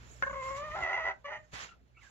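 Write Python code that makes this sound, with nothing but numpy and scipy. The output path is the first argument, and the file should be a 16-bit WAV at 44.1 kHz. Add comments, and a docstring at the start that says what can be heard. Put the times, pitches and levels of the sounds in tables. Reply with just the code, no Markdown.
"""In a room with a wire cage, a small hen gives a stuttered, rising call that turns hoarse, then a short hoarse cluck.
Her voice is puff trains from two membranes sent through throat and beak resonances; wavering whistles are another
bird's faint peeps. Shaped noise makes feet and feathers rustling in shavings to the right, two soft footfalls
and the room's air; sines make the mains hum. Two microphone ports hear it all, and decaying noise answers the birds."""
import sys
import numpy as np
from scipy import signal
from scipy.fft import rfft, irfft, next_fast_len
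from scipy.io import wavfile
from scipy.ndimage import uniform_filter1d, map_coordinates

SR = 44100
rng = np.random.default_rng(int(sys.argv[2]) if len(sys.argv) > 2 else 0)


def dump_mix(stems):
    """Bounce the given channels to the path in sys.argv[1] as a 16-bit WAV at rate SR."""
    frames = np.atleast_2d(stems).T  # one column per channel
    limited = np.clip(frames, -1, 1)  # hard clip at full scale
    pcm = np.round(limited * 32767).astype(np.int16)
    wavfile.write(sys.argv[1], SR, pcm)


def gain_from_db(level_db):
    """Turn a decibel level (scalar or array-like) into a linear amplitude factor."""
    decades = np.asarray(level_db, float) / 20
    return 10 ** decades


N = 92610


def unit(x):
    """Scale to rms 1."""
    return x / np.sqrt(np.mean(x ** 2) + 1e-20)


def along(points, hz, axis=1):
    """A column of (f/Hz, ..) points, read on a log frequency axis."""
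    p = np.transpose(points)
    return np.interp(np.log(hz + 1), np.log(p[0] + 1), p[axis])


def curves(rows):
    """One value per sample for each column after the time."""
    s, *cols = np.transpose(rows)
    return [np.interp(np.arange(N) / SR, s, c) for c in cols]


def wobble(rate):
    """A smooth random curve, rate knots a second."""
    return map_coordinates(rng.standard_normal(4000), [np.arange(N) * rate / SR])


def filtered(x, response):
    """x times a complex response of frequency."""
    m = next_fast_len(N + SR // 2)
    spectrum = rfft(x, m) * response(np.fft.rfftfreq(m, 1 / SR))
    return irfft(spectrum, m)[..., :N]


def rush(spectrum, alike, patchy_db, grainy_db):
    """Stereo noise of rms 1 with patches of random gain and a fast grain."""
    grains = rng.standard_normal((2, N)) * gain_from_db(grainy_db * wobble(700))
    z = signal.stft(grains, nperseg=512)[2]
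    field = rng.standard_normal(z.shape[1:])
    field = uniform_filter1d(uniform_filter1d(field, 6, 0), 5, 1)
    patchy = signal.istft(z * gain_from_db(patchy_db * unit(field)), nperseg=512)[1][:, :N]
    a, b = filtered(patchy, lambda hz: gain_from_db(along(spectrum, hz)))
    turn = np.arccos(np.clip(alike, 0, 1)) / 2  # sets the likeness of left and right
    shared, opposed = np.cos(turn) * a, np.sin(turn) * b
    return unit(np.array([shared + opposed, shared - opposed]))


def background():
    """Mains hum, a stack of wavering sines, and shaped room noise rise and sink together."""
    # common gain of hum and air: t/s, level/dB
    room_level = [(0, -58), (.84, -55), (.87, -65), (1.06, -62.5), (1.2, -68), (1.51, -68), (1.54, -58),
                  (1.64, -58.5), (1.67, -66), (2.1, -69)]
    # mains hum partials: f/Hz, relative level/dB
    partials = [(60, 0), (120, -5.5), (180, -14.5)]
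    # spectrum of the room noise: f/Hz, relative level/dB per Hz
    air_spectrum = [(20, -27.5), (50, -4), (150, -12.5), (700, -22.5), (3800, -38), (8300, -53.5),
                    (15400, -50.5)]
    waver_db = 2.5
    t = np.arange(N) / SR
    hum = np.zeros((2, N))
    for hz, db in partials:
        sine = np.sqrt(2) * np.sin(2 * np.pi * hz * t + [[-.5], [.5]])  # right leads by 1 rad
        hum += gain_from_db(db + waver_db * wobble(19)) * sine
    air = rush(air_spectrum, alike=0.38, patchy_db=3.0, grainy_db=0)
    return gain_from_db(curves(room_level)[0]) * (hum + air) * gain_from_db([[-1.6], [1.6]])


def walls(x):
    """The room answers with decaying noise in which each frequency dies at its own speed."""
    # decay of the room: f/Hz, time to fall 60 dB/s
    decay = [(300, 0.3), (8000, 0.038)]
    hz, t, z = signal.stft(rng.standard_normal((2, SR // 2)), SR, nperseg=256)
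    fading = z * gain_from_db(-60 * t / along(decay, hz)[:, None])
    tail = signal.istft(fading, SR, nperseg=256)[1]
    late = np.pad(x, ((0, 0), (150, 0)))  # the answer starts 150 samples later
    return signal.fftconvolve(late, tail / np.linalg.norm(tail[0]), axes=1)[:, :N]


def steps():
    """Soft footfalls: low noise with a quick rise and a dying ring, as of a cage floor under a foot."""
    # footfalls: t/s, level/dB before left and right are blended
    footfalls = [(0.301, -55), (1.529, -52.5)]
    floor_hz, floor_t60_s, rise_s = 201.6, 0.081, 0.0033
    t = np.arange(N) / SR
    noise = rng.standard_normal((2, N))
    shake = unit(filtered(noise, lambda f: 1 / (1 + (f / floor_hz) ** 2) * f / (f + 80)))
    swell = np.zeros(N)
    for s, db in footfalls:
        swell += gain_from_db(db - 60 * np.abs(t - s) / floor_t60_s) * np.clip((t - s) / rise_s, 0, 1)
    return swell * (shake + shake.sum(axis=0))  # the sum makes both sides more alike


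def rustle():
    """Shavings and feathers: noise with a broad body and a dry treble, from the right."""
    # rustling in the shavings: t/s, body level/dB, dry treble level/dB, before the layer gains
    stirring = [(0, -72.5, -75.5), (.1, -75, -65), (.4, -79.5, -73), (.44, -65, -58.5), (.54, -74, -65.5),
                (.575, -63, -60), (.63, -73, -72.5), (.84, -66.5, -69.5), (.88, -74, -80), (1.2, -88, -89),
                (1.51, -86.5, -83), (1.538, -56.5, -57.5), (1.64, -56.5, -59.5), (1.68, -67.5, -69),
                (1.79, -93.5, -99), (1.96, -92, -94.5), (2.04, -72, -69.5), (2.1, -79, -76.5)]
    # spectrum of the body: f/Hz, relative level/dB per Hz
    body_spectrum = [(200, -21), (596, -12.5), (1120, -5.5), (2000, -4.5), (6500, -19), (8450, -48.5),
                     (14300, -120)]
    # spectrum of the dry treble: f/Hz, relative level/dB per Hz
    dry_spectrum = [(3240, -12), (6100, -1.5), (7130, 7.5), (7740, -7), (8360, -27.5), (9690, -18),
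                    (11600, -17.5), (15400, -37.5)]
    body_gain_db, dry_gain_db = 11.5, 3
    body_db, dry_db = curves(stirring)
    body = rush(body_spectrum, alike=0.42, patchy_db=-0.04, grainy_db=1.0)
    body = gain_from_db(body_db + body_gain_db) * body * gain_from_db([[-2.5], [2.5]])
    treble = rush(dry_spectrum, alike=0, patchy_db=4.0, grainy_db=0.5)
    treble = gain_from_db(dry_db + dry_gain_db) * treble * gain_from_db([[-4], [4]])
    return body + treble


def peeps():
    """Another bird: short soft whistles with an octave, unsteady; the long ones are breathy."""
    # faint peeps: start t/s, length/s, first f/Hz, last f/Hz (both before the drift),
    # level/dB before the common gain, octave over fundamental/dB, left minus right/dB
    whistles = [(0.248, 0.021, 1823, 1816, -46, -34, -12), (1.689, 0.014, 1380, 1380, -57.5, -1, 3),
                (1.706, 0.05, 1408, 1310, -64, -14, 5.5), (1.946, 0.055, 2320, 2250, -68, -28.5, -1),
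                (1.968, 0.05, 1363, 1350, -70.5, 2, -4.5), (2.01, 0.04, 2230, 1857, -59.5, -45, -7),
                (2.022, 0.081, 1767, 1560, -64, -34, -15)]
    gain_db, waver_db, drift_hz, breath_rad = 4, 6, 30, .8
    out, t = np.zeros((2, N)), np.arange(N) / SR
    drift = drift_hz * wobble(90)
    waver = gain_from_db(waver_db * np.tanh(wobble(100)))
    breath = breath_rad * wobble(300)
    for s, length, hz0, hz1, db, octave_db, pan_db in whistles:
        u = np.clip((t - s) / length, 0, 1)
        hz = hz0 + (hz1 - hz0) * u + drift
        turn = 2 * np.pi * np.cumsum(hz) / SR + (length > .03) * breath
        swell = np.sin(np.pi * u ** 0.56) ** 1.24
        tone = swell * (np.sin(turn) + gain_from_db(octave_db) * np.sin(2 * turn))
        out += gain_from_db(db + gain_db) * waver * tone * gain_from_db([[pan_db / 2], [-pan_db / 2]])
    return out


def throat(x, peaks):
    """Resonances, each passed twice so that the valleys stay dark, scaled to rms 1."""
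    def response(f):
        once = [1j * f * w / (c * c - f * f + 1j * f * w) for c, w, _ in peaks]
        return sum(gain_from_db(peak[2]) * h ** 2 for peak, h in zip(peaks, once))
    return unit(filtered(x, response))


def pulses(hz, jitter, shimmer_db):
    """One puff per cycle of a membrane, with scatter in time (share of a cycle) and size."""
    cycle = np.cumsum(hz) / SR
    k = np.arange(1, int(cycle[-1]))
    at = np.interp(k, cycle, np.arange(N))
    luck, i = rng.standard_normal((4000, 2))[:len(k)], at.astype(int)
    at = at + luck[:, 0] * jitter[i] * SR / hz[i]
    # a windowed sinc sets each puff between samples
    taps = np.floor(at)[:, None] + np.arange(-7, 9)
    off = taps - at[:, None]
    w = np.sinc(off) * np.cos(np.pi * off / 16) ** 2
    w = w * gain_from_db(shimmer_db * luck[:, 1:])
    return np.bincount(np.clip(taps, 0, N - 1).astype(int).ravel(), w.ravel(), N)


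def flutter(depth_db):
    """A fast random waver of level, bounded by depth_db either way."""
    return gain_from_db(depth_db * np.tanh(wobble(80.13)))


def catches():
    """The voice catches at the start: dips in dB, and a pitch factor that sags into the short ones."""
    # catches of the voice: middle t/s, half length/s, depth/dB
    dips = [(.254, .013, 24), (.29, .0075, 26), (.322, .008, 30), (.351, .005, 12)]
    sag_per_db = .0028  # pitch share; it overshoots after the catch
    t = np.arange(N) / SR
    pause_db, *shorts = [db * np.clip(1 - ((t - s) / half) ** 2, 0, 1) for s, half, db in dips]
    sag = uniform_filter1d(sum(shorts), size=500)
    bend = 1 - sag_per_db * (np.roll(sag, -350) - np.roll(sag, 350))
    return pause_db + sum(shorts), bend


def second_membrane():
    """A second membrane rasps: scattered puffs, strong and weak in turn."""
    # rasp: t/s, pitch f/Hz before its wobble
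    pitch = [(.752, 699.7), (.77, 807.7), (.79, 742.4), (.86, 738.5), (.9, 769.8), (.94, 796.8),
             (.97, 854.8), (1.06, 883.9), (1.1, 756), (1.26, 851.3)]
    # throat of the rasp: f/Hz, width of one pass/Hz, relative level/dB
    rasp_throat = [(404, 78, -3), (809, 540, 1.5), (972.4, 86, 1.5), (1403, 405, 0.5)]
    jitter, uneven = .16, .45
    hz = curves(pitch)[0] * (1 + .025 * wobble(90))
    puffs = pulses(hz, np.full(N, jitter), shimmer_db=3.5)
    puffs = puffs * (1 + uneven * np.cos(np.pi * np.cumsum(hz) / SR))
    return throat(puffs, rasp_throat)


def hen():
    """A steady membrane gives the pitch; when hoarse it scatters, beats and a second one rasps beside it."""
    # the long call: t/s, pitch f/Hz before wobble and catches, low throat level/dB, beak level/dB
    call = [(.225, 525, -58, -50), (.23, 524.3, -38, -38), (.275, 542, -39.5, -59), (.305, 560, -42, -48.5),
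            (.34, 532.4, -41, -50.5), (.45, 525.4, -41.5, -48.5), (.5, 533.4, -39.5, -48.5),
            (.56, 552.5, -43.5, -46), (.61, 589.7, -40.5, -57), (.65, 614, -42, -44),
            (.69, 601.3, -42.5, -67), (.715, 612.8, -45, -40.5), (.735, 617.7, -43, -47.5),
            (.755, 665, -34.5, -51), (.8, 690.4, -39.5, -55), (.83, 676, -38.5, -39.5),
            (.9, 650.7, -38, -41.5), (.95, 673.8, -36.5, -36.5), (1.0, 648.4, -39, -43.5),
            (1.03, 626.4, -41, -40.5), (1.065, 669.4, -35.5, -39), (1.115, 656, -41, -44),
            (1.13, 632.4, -56, -56.5)]
    # the cluck: same columns
    cluck = [(1.244, 581, -53.5, -62.5), (1.253, 580.2, -42.5, -41), (1.278, 574, -47, -46.5),
             (1.31, 600.5, -44.5, -49), (1.327, 622, -41.5, -41.5), (1.367, 600, -48, -45),
             (1.394, 600, -53.5, -61), (1.45, 608.6, -78, -67.5)]
    # hoarseness: t/s, share 0-1
    hoarseness = [(0, .15), (.75, .15), (.762, .8), (.81, .7), (.825, .3), (.86, .65), (.875, .3), (.9, .7),
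                  (1.0, .65), (1.01, .22), (1.045, .22), (1.055, .7), (1.2, .6), (1.24, .15), (1.265, .2),
                  (1.28, .38), (1.37, .46), (1.385, .15)]
    # low throat, middle and beak resonances: f/Hz, width of one pass/Hz, relative level/dB
    low_peaks = [(600, 440, -1), (1023, 364, 2)]
    middle_peaks = [(1522, 56, 0)]
    beak_peaks = [(1981, 232, -2), (2785, 240, -15.5), (3290, 33, -33), (6120, 200, -28)]
    # upper low resonance over the lower: t/s, level/dB
    upper_level = [(1.2, 1), (1.262, 2.5), (1.278, -6), (1.42, -11)]
    # middle resonance: t/s, level/dB
    middle_level = [(.23, -28.5), (.38, -52), (.42, -76), (.72, -73), (.77, -66), (1.12, -45.5),
                    (1.25, -54), (1.41, -64.5)]
    waver, jitter, rough_jitter, shimmer_db = .011, 0.018, .02, 1.5
    call_beat_hz, cluck_beat_hz, beat_depth, beat_onset = 88, 240, .8, 6
    rasp_takes = 1.5  # share per unit of hoarseness above .2

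    t = np.arange(N) / SR
    hz, low_db, beak_db = curves(call + cluck)
    # each phrase opens at its first row and fades at 900 dB/s after its last
    on = sum((t > c[0][0]) * gain_from_db(-900 * np.maximum(t - c[-1][0], 0)) for c in (call, cluck))
    rough, = curves(hoarseness)
    catch_db, bend = catches()
    hz = hz * (1 + waver * (1 + 2 * rough) * wobble(70)) * bend

    # the two membranes beat, slowly in the call, fast in the cluck
    share = np.clip(rasp_takes * (rough - .2), 0, 1)
    beat_hz = np.where(t < cluck[0][0], call_beat_hz, cluck_beat_hz) * (1 + .13 * wobble(50))
    swing = np.sin(2 * np.pi * np.cumsum(beat_hz) / SR)
    beat = 1 + beat_depth * np.clip(beat_onset * share, 0, 1) * swing

    main = pulses(hz, jitter + rough_jitter * rough ** 2, shimmer_db)
    soft = main * np.sqrt(beat) * flutter(1.23)
    upper = gain_from_db(curves(upper_level)[0]) * throat(soft, low_peaks[1:])
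    clear = (throat(soft, low_peaks[:1]) + upper) / np.sqrt(2)
    low = np.sqrt(1 - share) * clear + np.sqrt(share) * second_membrane()
    middle = throat(main * beat * flutter(7.5), middle_peaks)
    beak = throat(main * beat * flutter(1.11), beak_peaks)
    voice = gain_from_db(low_db) * low + gain_from_db(curves(middle_level)[0]) * middle + gain_from_db(beak_db) * beak
    return np.minimum(on, 1) * gain_from_db(-catch_db) * voice


def scene():
    """Birds at the two microphone ports and in the room, over rustle, footfalls and background."""
    # the hen at the ports: f/Hz, left minus right/dB, lead of the left/rad
    port = [(308, 1, -1), (1400, 1, 1), (1990, -4, 7), (3170, -2.5, 8.5), (6160, -6.5, 10.5)]
    wet_db = -13
    treble_edge_hz = 7300  # the hen's voice drops steeply above
    right_lag_s = 0.000294  # rustle, footfalls and background reach the right port later
    side = np.array([[.5], [-.5]])

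    def at_ports(f):
        lead = np.exp(1j * side * along(port, f, axis=2))
        return gain_from_db(side * along(port, f)) * lead / (1 + (f / treble_edge_hz) ** 20)

    around = background() + steps() + rustle()
    around = filtered(around, lambda f: np.exp(2j * np.pi * f * side * right_lag_s))
    birds = peeps() + filtered(hen(), at_ports)
    return birds + gain_from_db(wet_db) * walls(birds) + around


def band_limit(x):
    """A steep low-pass at the top of the band."""
    return signal.sosfilt(signal.butter(12, 15600, fs=SR, output="sos"), x)


def record(dry):
    """The finished mix as the phone keeps it."""
    return band_limit(dry)


dry = scene()
out = record(dry)
dump_mix(out)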